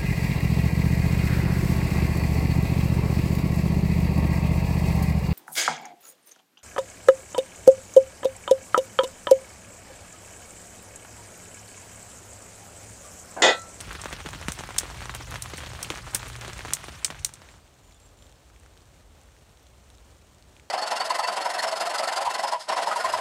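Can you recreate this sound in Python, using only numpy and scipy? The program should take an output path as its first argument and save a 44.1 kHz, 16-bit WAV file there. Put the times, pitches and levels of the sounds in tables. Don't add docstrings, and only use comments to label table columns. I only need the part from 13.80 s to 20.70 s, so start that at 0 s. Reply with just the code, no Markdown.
import sys
import numpy as np
from scipy import signal
from scipy.fft import rfft, irfft, next_fast_len
from scipy.io import wavfile
from scipy.ndimage import uniform_filter1d

SR = 44100
rng = np.random.default_rng(int(sys.argv[2]) if len(sys.argv) > 2 else 0)


def voltage_ratio(decibels):
    exponent = np.asarray(decibels, float) / 20
    return 10 ** exponent


def inscribe(sig):
    pcm = np.round(np.clip(np.atleast_2d(sig).T, -1, 1) * 32767)
    wavfile.write(sys.argv[1], SR, pcm.astype(np.int16))


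N = 304290

# time_s, level_db
CAMP_FADE = [(0, 0.5), (2.8, 0.5), (3.0, -1.5), (3.15, -0.5), (3.27, -8.5), (3.4, -7.5), (3.55, -13),
             (3.8, -10.5)]
# freq_hz, level_db (per Hz)
CAMP_RAIN_COLOUR = [(88, -41), (150, 1), (245, -15.5), (363, -11), (451, -12), (508, -11), (1230, -3),
                    (3850, -11.5), (4870, -10), (8450, -13.5), (13600, -29), (15300, -28.5), (16500, -56)]
# freq_hz, level_db (per Hz)
RUMBLE_COLOUR = [(12, -24), (20, -9), (48, 10.5), (75, 4), (128, 0.5), (231, -15), (300, -41.5), (390, -24),
                 (660, -120)]
# start_s, peak_db,
# pitch_hz
WOOD_KNOCKS = [(.0035, -38, 600), (.0055, -27.5, 3350), (0.011, -32, 1720), (.108, -24, 1400),
               (0.1158, -34, 1900), (.7209, -27.5, 1610), (.986, -20.5, 2330), (1.3495, -27.5, 3430),
               (1.8712, -39, 604), (2.0214, -33, 598), (2.104, -19.5, 1120), (2.1085, -29, 506),
               (2.3458, -27.5, 610), (2.3476, -13, 4490), (2.3956, -27, 3360), (2.4, -30, 1109),
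               (2.937, -25, 1900), (3.083, -31.5, 3300), (3.2483, -18, 2320), (3.2503, -27.5, 1610),
               (3.3038, -28.5, 2870), (3.449, -28, 2370), (3.4746, -50, 600), (3.763, -46, 900)]
# start_s, peak_db, bounce_delay_ms (off the stones), bounce_db, extra_top_db (above 10 kHz)
TWIG_SNAPS = [(.0049, -23, 1.2, -7, 0), (0.01, -21, 0.73, -7, 8), (0.13, -26, 1.0, -15, 13),
              (0.2156, -19.5, 1.9, -8, 0), (.72, -21.5, 0.61, 3.5, 9), (0.787, -34, 2.1, 5, -11),
              (0.9828, -6.5, 2.5, 1.5, 7), (1.102, -30, 1, -11, -22), (1.349, -20.5, 1.8, -9.5, 22),
              (1.5054, -40, 2.3, -6, 14), (1.546, -32.5, 1.3, -16, -4), (1.6222, -21, 0.68, 4, 11),
              (1.777, -33, 0.57, 4.5, 10), (2.028, -20, 1.9, 3.5, 11), (3.0705, -44, 1.0, -15, 20),
              (2.3475, -7, 1.6, 0, 13.5), (2.4804, -35, 3, 0, 15), (2.612, -21, 1.6, -17, -17),
              (2.732, -33, 1.1, -6, -13), (2.935, -1.5, 2.2, -9.5, 9), (3.2466, -4.5, 1.24, -2, 1),
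              (3.394, -32.5, 2.2, -7, 0), (3.447, -11, 0.99, 1, 7.5), (3.5385, -23.5, 1.4, -8, 7)]
# freq_hz, level_db (per Hz)
SNAP_COLOUR = [(290, -24), (500, -12), (1610, -12.5), (2160, -4), (2850, -2.5), (3820, -1), (4830, -4.5),
               (5510, 1.5), (6100, 2.5), (8930, -4.5), (12600, -19), (15100, -23), (16500, -36)]
# freq_hz, level_db (per Hz)
SHELTER_COLOUR = [(880, -42), (1500, -18), (5050, -7), (6300, 1), (9040, -0.5), (10500, -9), (13200, -18),
                  (15200, -17), (16500, -40)]
# start_s, peak_db, pitch_hz
FIRE_SPITS = [(0.0524, -48, 8230), (0.2437, -28, 6370), (0.3022, -34, 9300), (0.3273, -29, 5500),
              (0.5074, -30, 6930), (0.614, -31, 5960), (0.797, -35, 5640), (0.7894, -35, 5270),
              (0.8373, -35, 6850), (0.8743, -34, 9600), (1.108, -31, 6370), (1.1453, -40, 6550),
              (1.2066, -34, 6500), (1.256, -29.5, 5600), (1.3636, -31, 8570), (1.4067, -38, 5250),
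              (1.473, -38, 7320), (1.5098, -28.5, 11000), (1.5467, -35, 7320), (1.7007, -34, 9130),
              (1.7629, -31, 7900), (1.7721, -26.5, 7300), (1.9342, -30, 4820), (1.9554, -39, 6420),
              (2.1529, -30, 4690), (2.1744, -28, 6280), (2.2602, -39, 6800), (2.469, -34.5, 7250),
              (2.5627, -30, 5080), (2.6798, -30.5, 8200), (2.7328, -26, 4820), (2.7806, -29.5, 8870),
              (2.792, -27, 2400), (2.8721, -33, 8530), (2.9073, -35, 6070), (3.3538, -44, 5250),
              (3.4881, -36, 6070), (3.5552, -43, 6500), (3.7067, -45, 6030), (3.7142, -45, 5860)]
# start_s, peak_db, tap_hz
SMALL_CLOTH_DROPS = [(0.0825, -32, 1380), (0.173, -41, 1510), (0.1963, -33, 900), (0.238, -21.5, 1000),
                     (0.31, -26, 730), (0.3228, -28, 1590), (0.5375, -24.5, 1210), (2.6196, -28, 1199),
                     (0.6272, -24, 1850), (0.704, -28, 990), (0.7817, -31, 600), (0.9136, -35, 1030),
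                     (0.945, -28, 2240), (1.0179, -29, 1700), (1.0907, -43, 1380), (1.146, -35, 1080),
                     (1.2244, -25, 1420), (1.3558, -26, 950), (1.405, -26.5, 990), (1.4734, -37, 1420),
                     (1.5164, -24.5, 1110), (1.5948, -35, 1120), (1.649, -31, 860), (1.7015, -34, 1120),
                     (1.918, -32, 990), (2.0887, -30.5, 1250), (2.1215, -22, 1720), (2.1585, -23.5, 1590),
                     (2.2734, -28, 860), (2.28, -31.5, 950), (2.6755, -31, 1400), (2.337, -23.5, 1080),
                     (2.4694, -34, 780), (2.5553, -26, 1340), (2.6622, -31, 1150), (2.693, -28.5, 1120),
                     (2.733, -26, 2200), (2.6265, -30, 895), (2.6555, -30, 1500), (2.8568, -24, 860),
                     (2.9698, -30, 1720), (2.987, -33, 2330), (3.0355, -37.5, 1380), (3.093, -33, 820),
                     (3.2122, -42, 1310), (3.2187, -35, 2150), (3.2283, -32, 950), (3.354, -33, 900),
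                     (3.365, -33, 1290), (3.3905, -31, 2240), (3.529, -44, 950), (3.5738, -41, 1380),
                     (3.58, -41, 690), (3.6536, -40, 1640), (3.689, -34, 2270)]
# start_s, peak_db, tap_hz
MORE_CLOTH_DROPS = [(0.0925, -31, 1480), (0.125, -27, 1260), (0.6144, -29.5, 785), (1.101, -28.5, 770),
                    (1.2183, -27, 880), (1.3404, -26, 1180), (1.4101, -28.5, 980), (1.558, -20.5, 1470),
                    (1.805, -25.5, 1480), (1.8358, -26, 910), (1.87, -30, 950), (1.918, -48, 815),
                    (1.9509, -28.5, 1080), (2.1408, -27.5, 800), (2.1746, -28.5, 900),
                    (2.1819, -28.5, 1390), (2.4591, -27.5, 1460), (2.47, -32.5, 729),
                    (2.5552, -36.5, 1350), (2.6363, -30, 824), (2.6992, -27, 1190), (2.728, -39, 1627),
                    (2.7925, -28, 770), (3.556, -39.5, 2730)]
# start_s, peak_db, tap_hz, spray_db (against the tap)
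TAUT_EDGE_DROPS = [(.112, -22.5, 1290, -19), (0.2576, -18.5, 800, -17), (0.4043, -25.5, 1500, -13),
                   (.489, -26.5, 925, -6), (.5325, -24.5, 1220, -16), (0.808, -25.5, 700, -11),
                   (0.8374, -23, 990, -15), (0.8902, -25.5, 810, -17), (0.964, -24.5, 1450, -10),
                   (1.056, -28.5, 795, -27), (1.2067, -26.5, 1320, -16), (1.2954, -19, 1310, -39),
                   (1.3498, -28, 800, -3), (1.542, -22.5, 930, -10), (1.6589, -24, 1090, -15),
                   (1.9917, -27, 990, -26), (2.0472, -23.5, 2586, -16), (2.3584, -23.5, 1800, -9),
                   (2.4306, -23.5, 1150, -13), (2.501, -28, 1210, -10), (2.8077, -25, 1640, -26),
                   (2.85, -21.5, 836, -17), (2.907, -23, 1380, -21), (2.9265, -24, 1060, -21),
                   (2.9698, -30.5, 1650, -13), (3.0414, -26.5, 960, -11), (3.281, -31.5, 1420, -14),
                   (3.3466, -31.5, 1410, -25), (3.4926, -37, 860, -2), (3.6895, -45, 2270, -24)]
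# start_s, peak_db, tap_hz, belly_db (swing against the tap)
SLACK_MIDDLE_DROPS = [(0.1517, -25.5, 1420, -7.5), (0.3279, -20.5, 1620, -10), (0.3653, -29.5, 2360, -12),
                      (0.4609, -26, 1190, 0.5), (0.5487, -27.5, 1380, -16), (0.796, -33, 1800, -15),
                      (0.7906, -24.5, 1310, -7.5), (0.9066, -27.5, 890, -14), (1.009, -27, 1390, -10),
                      (1.033, -25.5, 720, -13), (1.113, -29, 790, -12.5), (1.257, -24.5, 1000, -22),
                      (1.523, -25, 1090, -8.5), (2.2675, -31.5, 1030, -12.5), (1.7358, -27, 600, -1.5),
                      (1.7822, -25.5, 1920, -12), (1.8629, -25, 2840, -11), (1.9342, -30.5, 599.5, -16.5),
                      (3.093, -41.5, 810, -5), (2.1896, -30, 1510, -16.5), (2.2923, -39.5, 880, -18),
                      (2.612, -27.5, 2110, -9), (2.6486, -25.5, 1210, -14.5), (2.6803, -28.5, 620, -11),
                      (2.883, -25, 1390, -10), (3.084, -28.5, 756, -7), (3.303, -24, 870, -6.5),
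                      (3.3245, -31, 940, -18), (3.619, -36, 800, -17), (3.7405, -40, 880, -21)]
# start_s, peak_db, tap_hz, spray_db, belly_db (both against the tap)
BRANCH_DRIPS = [
    (0.684, -14, 1320, -7, -36),
    (2.1031, -18, 2320, -5.5, -14),
]
# start_s, pitch_hz, level_db, decay_s
SLACK_POCKETS = [(0.45, 330, -35.5, .012), (0.55, 273, -39, 0.012), (1.4, 276, -38, 0.011),
                 (.6842, 150, -18.5, .0045), (2.1041, 300, -26.5, .009), (2.35, 148, -35, 0.011),
                 (2.682, 350, -35.5, 0.011), (1.034, 420, -36, 0.0052)]
# time_s, pitch_hz, level_db
MOTOR_STRETCHES = [
    [(1.08, 120.7, -56), (1.45, 118, -45), (1.8, 119.2, -56), (2.2, 119.5, -53), (2.62, 117.7, -43.5),
     (2.8, 117.6, -58)],
    [(3.28, 144, -49), (3.45, 139.6, -56.5), (3.62, 139, -67)],
    [(1.3, 141, -64), (1.6, 140.6, -57), (2.1, 139.7, -57.5), (2.5, 141, -59), (2.75, 137, -71)],
    [(.5, 76.6, -62), (.68, 75.2, -43), (.85, 75, -53)],
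    [(1.75, 77, -45), (1.85, 75.6, -48), (1.98, 76, -42)],
]
# freq_hz, level_db (per Hz)
BANK_RAIN_COLOUR = [(15, -37), (25, 0.5), (49, 2.5), (74, -1.5), (131, -11), (232, -16), (600, -16.5),
                    (1930, -26.5), (3150, -27), (4990, -30), (5880, -30), (8370, -30.5), (10700, -39.5),
                    (15200, -43.5), (16500, -60)]
# start_s, peak_db, pitch_hz
BANK_GRASS_DROPS = [(4.077, -50, 3800), (4.1108, -44, 2230), (4.124, -44, 3680), (4.1455, -43, 8440),
                    (4.2903, -44, 7400), (4.424, -40, 3270), (4.4676, -45, 3480), (4.495, -47, 5770),
                    (4.5247, -43, 3730), (4.701, -45, 1460), (4.762, -43.5, 2490), (4.7989, -42, 8220),
                    (4.8618, -42, 1460), (4.9691, -47, 1550), (4.9753, -41.5, 4130), (5.007, -48, 4260),
                    (5.0185, -46, 5460), (5.1416, -49, 2190), (5.4147, -45, 8260), (5.773, -43.5, 3910),
                    (5.7958, -48, 5850), (6.1022, -44, 3600), (6.151, -45, 5550), (6.1745, -46, 7960),
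                    (6.3062, -47, 6630), (6.3839, -47, 8480), (6.4167, -49, 2540), (6.625, -42, 4560),
                    (6.7662, -40, 2580), (6.7977, -38.5, 2290),
                    (3.8659, -50, 2370), (3.878, -48, 3100), (3.9413, -48, 5470), (4.2005, -46, 8350),
                     (4.2635, -44, 7490), (4.3892, -48, 3230), (4.5167, -47, 6290), (4.834, -46, 1850),
                     (5.8312, -50, 12000), (5.0557, -49, 6290), (5.2226, -53, 5860), (5.2366, -59, 5940),
                     (5.4345, -49, 8570), (5.4877, -48, 1810), (5.5544, -51, 2760), (5.5658, -48, 2070),
                     (5.6125, -49, 3360), (5.6226, -49, 3450), (5.694, -50, 4350), (5.8678, -43, 3450),
                     (5.9443, -50, 3700), (6.102, -43.5, 8700), (6.5471, -46, 7000), (6.1833, -49, 4220),
                     (6.213, -52, 1380), (6.3703, -50, 8230), (6.4489, -53, 5680), (6.5842, -47, 5430)]
# start_s, length_s, first_hz, last_hz, level_db
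BIRD_NOTES = [(3.682, .036, 7250, 7350, -67), (3.714, .025, 7500, 7580, -66), (3.74, .058, 7100, 7090, -70),
              (4.015, .1, 7100, 7070, -68), (4.105, .078, 7050, 6980, -67), (4.198, .024, 7130, 7520, -67),
              (4.212, .075, 7500, 7500, -63), (4.295, .025, 7490, 7490, -73), (4.355, .13, 7130, 7340, -66),
              (3.735, .055, 6800, 4200, -69), (3.8, .07, 4750, 4720, -72), (3.815, .02, 4650, 4300, -72),
              (4.1, .038, 6900, 3570, -65.5), (4.14, .045, 3550, 3420, -67), (4.53, .065, 5200, 5100, -72),
              (4.565, .025, 4750, 4300, -72), (4.21, .02, 4300, 3950, -72), (4.48, .04, 3880, 3950, -73)]
# freq_hz, gain_db
MIC_RESPONSE = [(20, -32), (33, -17), (45, 0.38), (4500, -0.64), (4900, -3), (5300, -1.2), (9600, 0.2),
                (10400, -1), (15800, 4), (16050, -21), (17000, -35)]


def unit_rms(x):
    return x / np.sqrt(np.mean(x ** 2) + 1e-20)


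def level_at(points, hz):
    f, value = np.transpose(points)
    return np.interp(np.log(hz + 1), np.log(f + 1), value)


def add(mix, start_s, sound):
    part = mix[max(round(start_s * SR), 0):][:len(sound)]
    part += sound[:len(part)]


def click(points, top_db=0., size=1024):
    hz = abs(np.fft.fftfreq(size, 1 / SR))
    shelf_db = top_db * np.interp(hz, [8000, 11000], [0, 1])
    log_gain = np.log(voltage_ratio(level_at(points, hz) + shelf_db))
    pulse = np.fft.ifft(np.exp(np.conj(signal.hilbert(log_gain)))).real[:size // 2]
    return pulse / abs(pulse).max()


def wash(points, size, patchy_db, flicker_db):
    hop = size // 4
    real, imag, patches = rng.standard_normal((3, size // 2 + 1, N // hop + 5))
    patches = uniform_filter1d(patches, size=8, axis=0)
    patches = unit_rms(uniform_filter1d(patches, size=10, axis=1))
    flicker = unit_rms(uniform_filter1d(rng.standard_normal(real.shape[1]), size=4))
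    level_db = level_at(points, np.fft.rfftfreq(size, 1 / SR))[:, None]
    level_db = level_db + patchy_db * patches + flicker_db * flicker
    spectra = (real + 1j * imag) * voltage_ratio(level_db)
    return unit_rms(signal.istft(spectra, nperseg=size, noverlap=size - hop)[1][:N])


def drop(hz, spray_db, belly_db, rattle_db, noise, start_hz=2200, sink_s=0.00039, sag_s=0.002, turns=0.8):
    t = np.arange(len(noise)) / SR
    sweep_hz = hz * np.exp(-t / sag_s) + start_hz * np.exp(-t / sink_s)
    tap = -np.sin(2 * np.pi * np.cumsum(sweep_hz) / SR)
    tap *= np.exp(-t * hz / turns) * (1 - np.exp(-(t / 0.00019) ** 2))

    belly = -voltage_ratio(belly_db + 3.5) * np.sin(2 * np.pi * 380 * t * (1 - 30 * t))
    belly *= np.exp(-t / 0.004) * (1 - np.exp(-t / 0.0016))
    slow_belly = -voltage_ratio(belly_db - 3.5) * np.sin(2 * np.pi * 170 * t)
    slow_belly *= np.exp(-t / 0.0076) * (1 - np.exp(-t / 0.0024))

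    cloth_band = signal.butter(2, [300, 3800], "band", fs=SR)
    rattle = unit_rms(signal.lfilter(*cloth_band, noise * abs(noise)))
    rattle *= voltage_ratio(rattle_db + 3.5) * np.exp(-t / 0.0096) * (1 - np.exp(-t / 0.0023))
    spray = unit_rms(np.convolve(noise, click(SNAP_COLOUR, size=256))[:len(t)])
    spray *= voltage_ratio(spray_db + 1.5) * (np.exp(-t / 0.00075) + 0.13 * np.exp(-t / 0.02))

    ring_hz = hz * voltage_ratio(1.5 * noise[0])
    ring = voltage_ratio(-19.0) * np.sin(2 * np.pi * ring_hz * t) * np.exp(-t / 0.0055)
    return tap / abs(tap).max() + ring + belly + slow_belly + rattle + spray


def patter(per_s, spread_db, low_hz, high_hz, spray_db, belly_db, clump_db, count=24):
    clumps = voltage_ratio(clump_db * unit_rms(uniform_filter1d(rng.standard_normal(N), size=900)))
    size = voltage_ratio(spread_db * np.minimum(rng.exponential(1, N), 3.5))
    size *= rng.random(N) < clumps * per_s / SR
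    size *= rng.choice([-1, 1], N)
    shape = rng.integers(0, count, N)
    out = np.zeros(N)
    for k, hz in enumerate(np.geomspace(low_hz, high_hz, count)):
        one_drop = drop(hz, spray_db, belly_db, -15.0, rng.standard_normal(1500))
        out += signal.oaconvolve(size * (shape == k), one_drop)[:N]
    return unit_rms(out)


def camp_rain_and_rumble():
    rain_db, rumble_db, rumble_fade = -43.5, -44, 0.9
    t = np.arange(N) / SR
    fade_db = np.interp(t, *np.transpose(CAMP_FADE))
    gone = np.interp(t, [3.72, 3.82], [1, 0])
    rain = voltage_ratio(-4.0) * wash(CAMP_RAIN_COLOUR, size=256, patchy_db=4.0, flicker_db=0.5)
    rain += voltage_ratio(-4.5) * patter(500, 2.7, 574, 2750, -9.5, -16.5, 4.0)
    rumble = wash(RUMBLE_COLOUR, size=2048, patchy_db=1.3, flicker_db=0.5)
    return gone * (voltage_ratio(rain_db + fade_db) * rain + voltage_ratio(rumble_db + rumble_fade * fade_db) * rumble)


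def wood_knocks():
    out = np.zeros(N)
    for start_s, db, hz in WOOD_KNOCKS:
        noise = rng.standard_normal(1200)
        knock = drop(hz, -30.0, -35.0, -18.5, noise, start_hz=300, sag_s=0.018, turns=0.99)
        add(out, start_s - .0004, voltage_ratio(db) * knock)
    return out


def twig_snaps():
    tail_base_db, tail_per_bounce = -25, 0.74
    hidden_db, tail_per_hidden = -23.5, 0.83
    ring_base_s, ring_per_db = .00021, .00001
    echo_s, echo_width_s, echo_share = .017, .004, .6
    out, t = np.zeros(N), np.arange(4000) / SR
    for start_s, db, delay_ms, bounce_db, top_db in TWIG_SNAPS:
        noise = rng.standard_normal(len(t))
        colour = click(SNAP_COLOUR, top_db)
        centred = t[:44] - .0005
        ring_s = max(ring_base_s + ring_per_db * min(bounce_db, 0), .00008)
        ring_hz = 7800 + 90 * top_db
        ring = np.cos(2 * np.pi * ring_hz * centred) * np.exp(-(centred / ring_s) ** 2)
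        direct = 0.5 * np.roll(colour, shift=20) + np.pad(ring, (0, len(colour) - len(ring)))

        late = t - delay_ms / 1000 + 0.00014
        paths = np.exp(-abs(late) / 0.0026) * np.where(late > 0, 1, .35) * (t > .0004)
        hits = noise * abs(noise) * paths
        bounce = np.convolve(np.diff(hits) + 0.2 * hits[1:], click(SNAP_COLOUR, top_db - 10.5))

        tail_db = tail_base_db + tail_per_bounce * bounce_db + tail_per_hidden * max(hidden_db - db, 0)
        tail = unit_rms(np.convolve(noise, click(SHELTER_COLOUR, top_db - 7.0))[:len(t)])
        tail *= np.exp(-(t - .01) / 0.014) * (1 - np.exp(-t / 0.0011))
        tail *= 1 + echo_share * np.exp(-((t - echo_s) / echo_width_s) ** 2)

        add(out, start_s - .0005, voltage_ratio(db) * direct / abs(direct).max())
        add(out, start_s - .0002, voltage_ratio(db + bounce_db) * bounce / abs(bounce).max())
        add(out, start_s, voltage_ratio(db + tail_db) * tail)
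    return out


def fire_spits():
    out = np.zeros(N)
    for start_s, db, hz in FIRE_SPITS:
        noise = rng.standard_normal(600)
        spit = drop(hz, -4.0, -40.5, -30.0, noise, start_hz=300, sag_s=0.016, turns=1.4)
        add(out, start_s - .0002, voltage_ratio(db - 3.0) * spit)
    return out


def small_cloth_drops():
    out = np.zeros(N)
    for start_s, db, hz in SMALL_CLOTH_DROPS:
        tap = drop(hz, -17.5, -29.5, -15.5, rng.standard_normal(1200))
        add(out, start_s - .0004, voltage_ratio(db - 3.0) * tap)
    return out


def large_cloth_drops():
    events = [(*row, -17.5, -25.5, -14.5) for row in MORE_CLOTH_DROPS]  # spray, belly, rattle dB
    events += [(*row, -15, -17) for row in TAUT_EDGE_DROPS]  # belly, rattle dB
    for start_s, db, hz, belly_db in SLACK_MIDDLE_DROPS:
        events.append((start_s, db, hz, -16, belly_db, -7.5 + 0.48 * belly_db))
    events += [(*row, -19) for row in BRANCH_DRIPS]
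    out = np.zeros(N)
    for start_s, db, *colour in events:
        add(out, start_s - .0004, voltage_ratio(db) * drop(*colour, rng.standard_normal(1800)))
    for start_s, db, *_ in BRANCH_DRIPS:
        add(out, start_s - .0002, voltage_ratio(db - 9.0) * click(SNAP_COLOUR, 0.0))
    return out


def slack_pockets():
    stretch, slacken_s = 1.2, .002
    out, t = np.zeros(N), np.arange(3000) / SR
    for start_s, hz, db, decay_s in SLACK_POCKETS:
        turns = hz * (t + stretch * slacken_s * (1 - np.exp(-t / slacken_s)))
        swing = -np.sin(2 * np.pi * turns) * np.exp(-t / decay_s) * (1 - np.exp(-t / .0005))
        add(out, start_s, voltage_ratio(db) * swing)
    return out


def gliding_tone(rows, ramp):
    s, hz, db = np.transpose(rows)
    t = np.arange(s[0], s[-1], 1 / SR)
    tone = np.sin(2 * np.pi * np.cumsum(np.interp(t, s, hz)) / SR)
    tone *= signal.windows.tukey(len(t), ramp)
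    return s[0], np.sqrt(2) * voltage_ratio(np.interp(t, s, db)) * tone


def far_motor():
    out = np.zeros(N)
    for rows in MOTOR_STRETCHES:
        add(out, *gliding_tone(rows, 0.09))
    return out


def bank_rain():
    rain = wash(BANK_RAIN_COLOUR, size=1024, patchy_db=0.03, flicker_db=0.9)
    rain += voltage_ratio(-15.0) * patter(300, 2.7, 1020, 7000, 0.5, -37.0, 2.5)
    return voltage_ratio(-53) * rain * np.interp(np.arange(N) / SR, [3, 3.75], [0, 1])


def bird_note(start_s, length_s, first_hz, last_hz, db):
    flutter_db, flutter_hz, waver_hz = 3, 43, 25
    share = np.linspace(0, 1, 24)
    s = start_s + share * length_s
    tremble = np.sin(2 * np.pi * flutter_hz * s) * np.cos(2 * np.pi * flutter_hz * s / np.e)
    swell_db = np.interp(share, [0, .6, 1], [-3, 0, -4])
    hz = first_hz + share * (last_hz - first_hz) + waver_hz * tremble[::-1]
    return gliding_tone(np.transpose([s, hz, db + swell_db + flutter_db * tremble]), .3)


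def birds():
    out = np.zeros(N)
    for row in BIRD_NOTES:
        add(out, *bird_note(*row))
    return out


def bank_drops():
    out = np.zeros(N)
    tick = click(SNAP_COLOUR, -4.0, size=256)
    for start_s, db, hz in BANK_GRASS_DROPS:
        noise = rng.standard_normal(600)
        tap = drop(hz, -9.5, -34.0, -23.0, noise, start_hz=300, sag_s=0.016, turns=1.4)
        add(out, start_s - .0002, voltage_ratio(db - 1.0) * tap)
        add(out, start_s - .0001, voltage_ratio(db - 16.0) * tick)
    return out


def scene():
    fire = wood_knocks() + twig_snaps() + fire_spits()
    tarp = small_cloth_drops() + large_cloth_drops() + slack_pockets()
    camp = camp_rain_and_rumble() + fire + tarp + far_motor()
    bank = bank_rain() + birds() + bank_drops()
    return (camp + bank)[None]


def low_pass(x):
    return signal.sosfilt(signal.butter(12, 17000, fs=SR, output="sos"), x)


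def record(dry):
    size = next_fast_len(N + 4096)
    mic_gain = voltage_ratio(level_at(MIC_RESPONSE, np.fft.rfftfreq(size, 1 / SR)))
    coloured = irfft(rfft(dry, size) * mic_gain, size)[:, :N]
    return low_pass(coloured)


dry = scene()
out = record(dry)
inscribe(out)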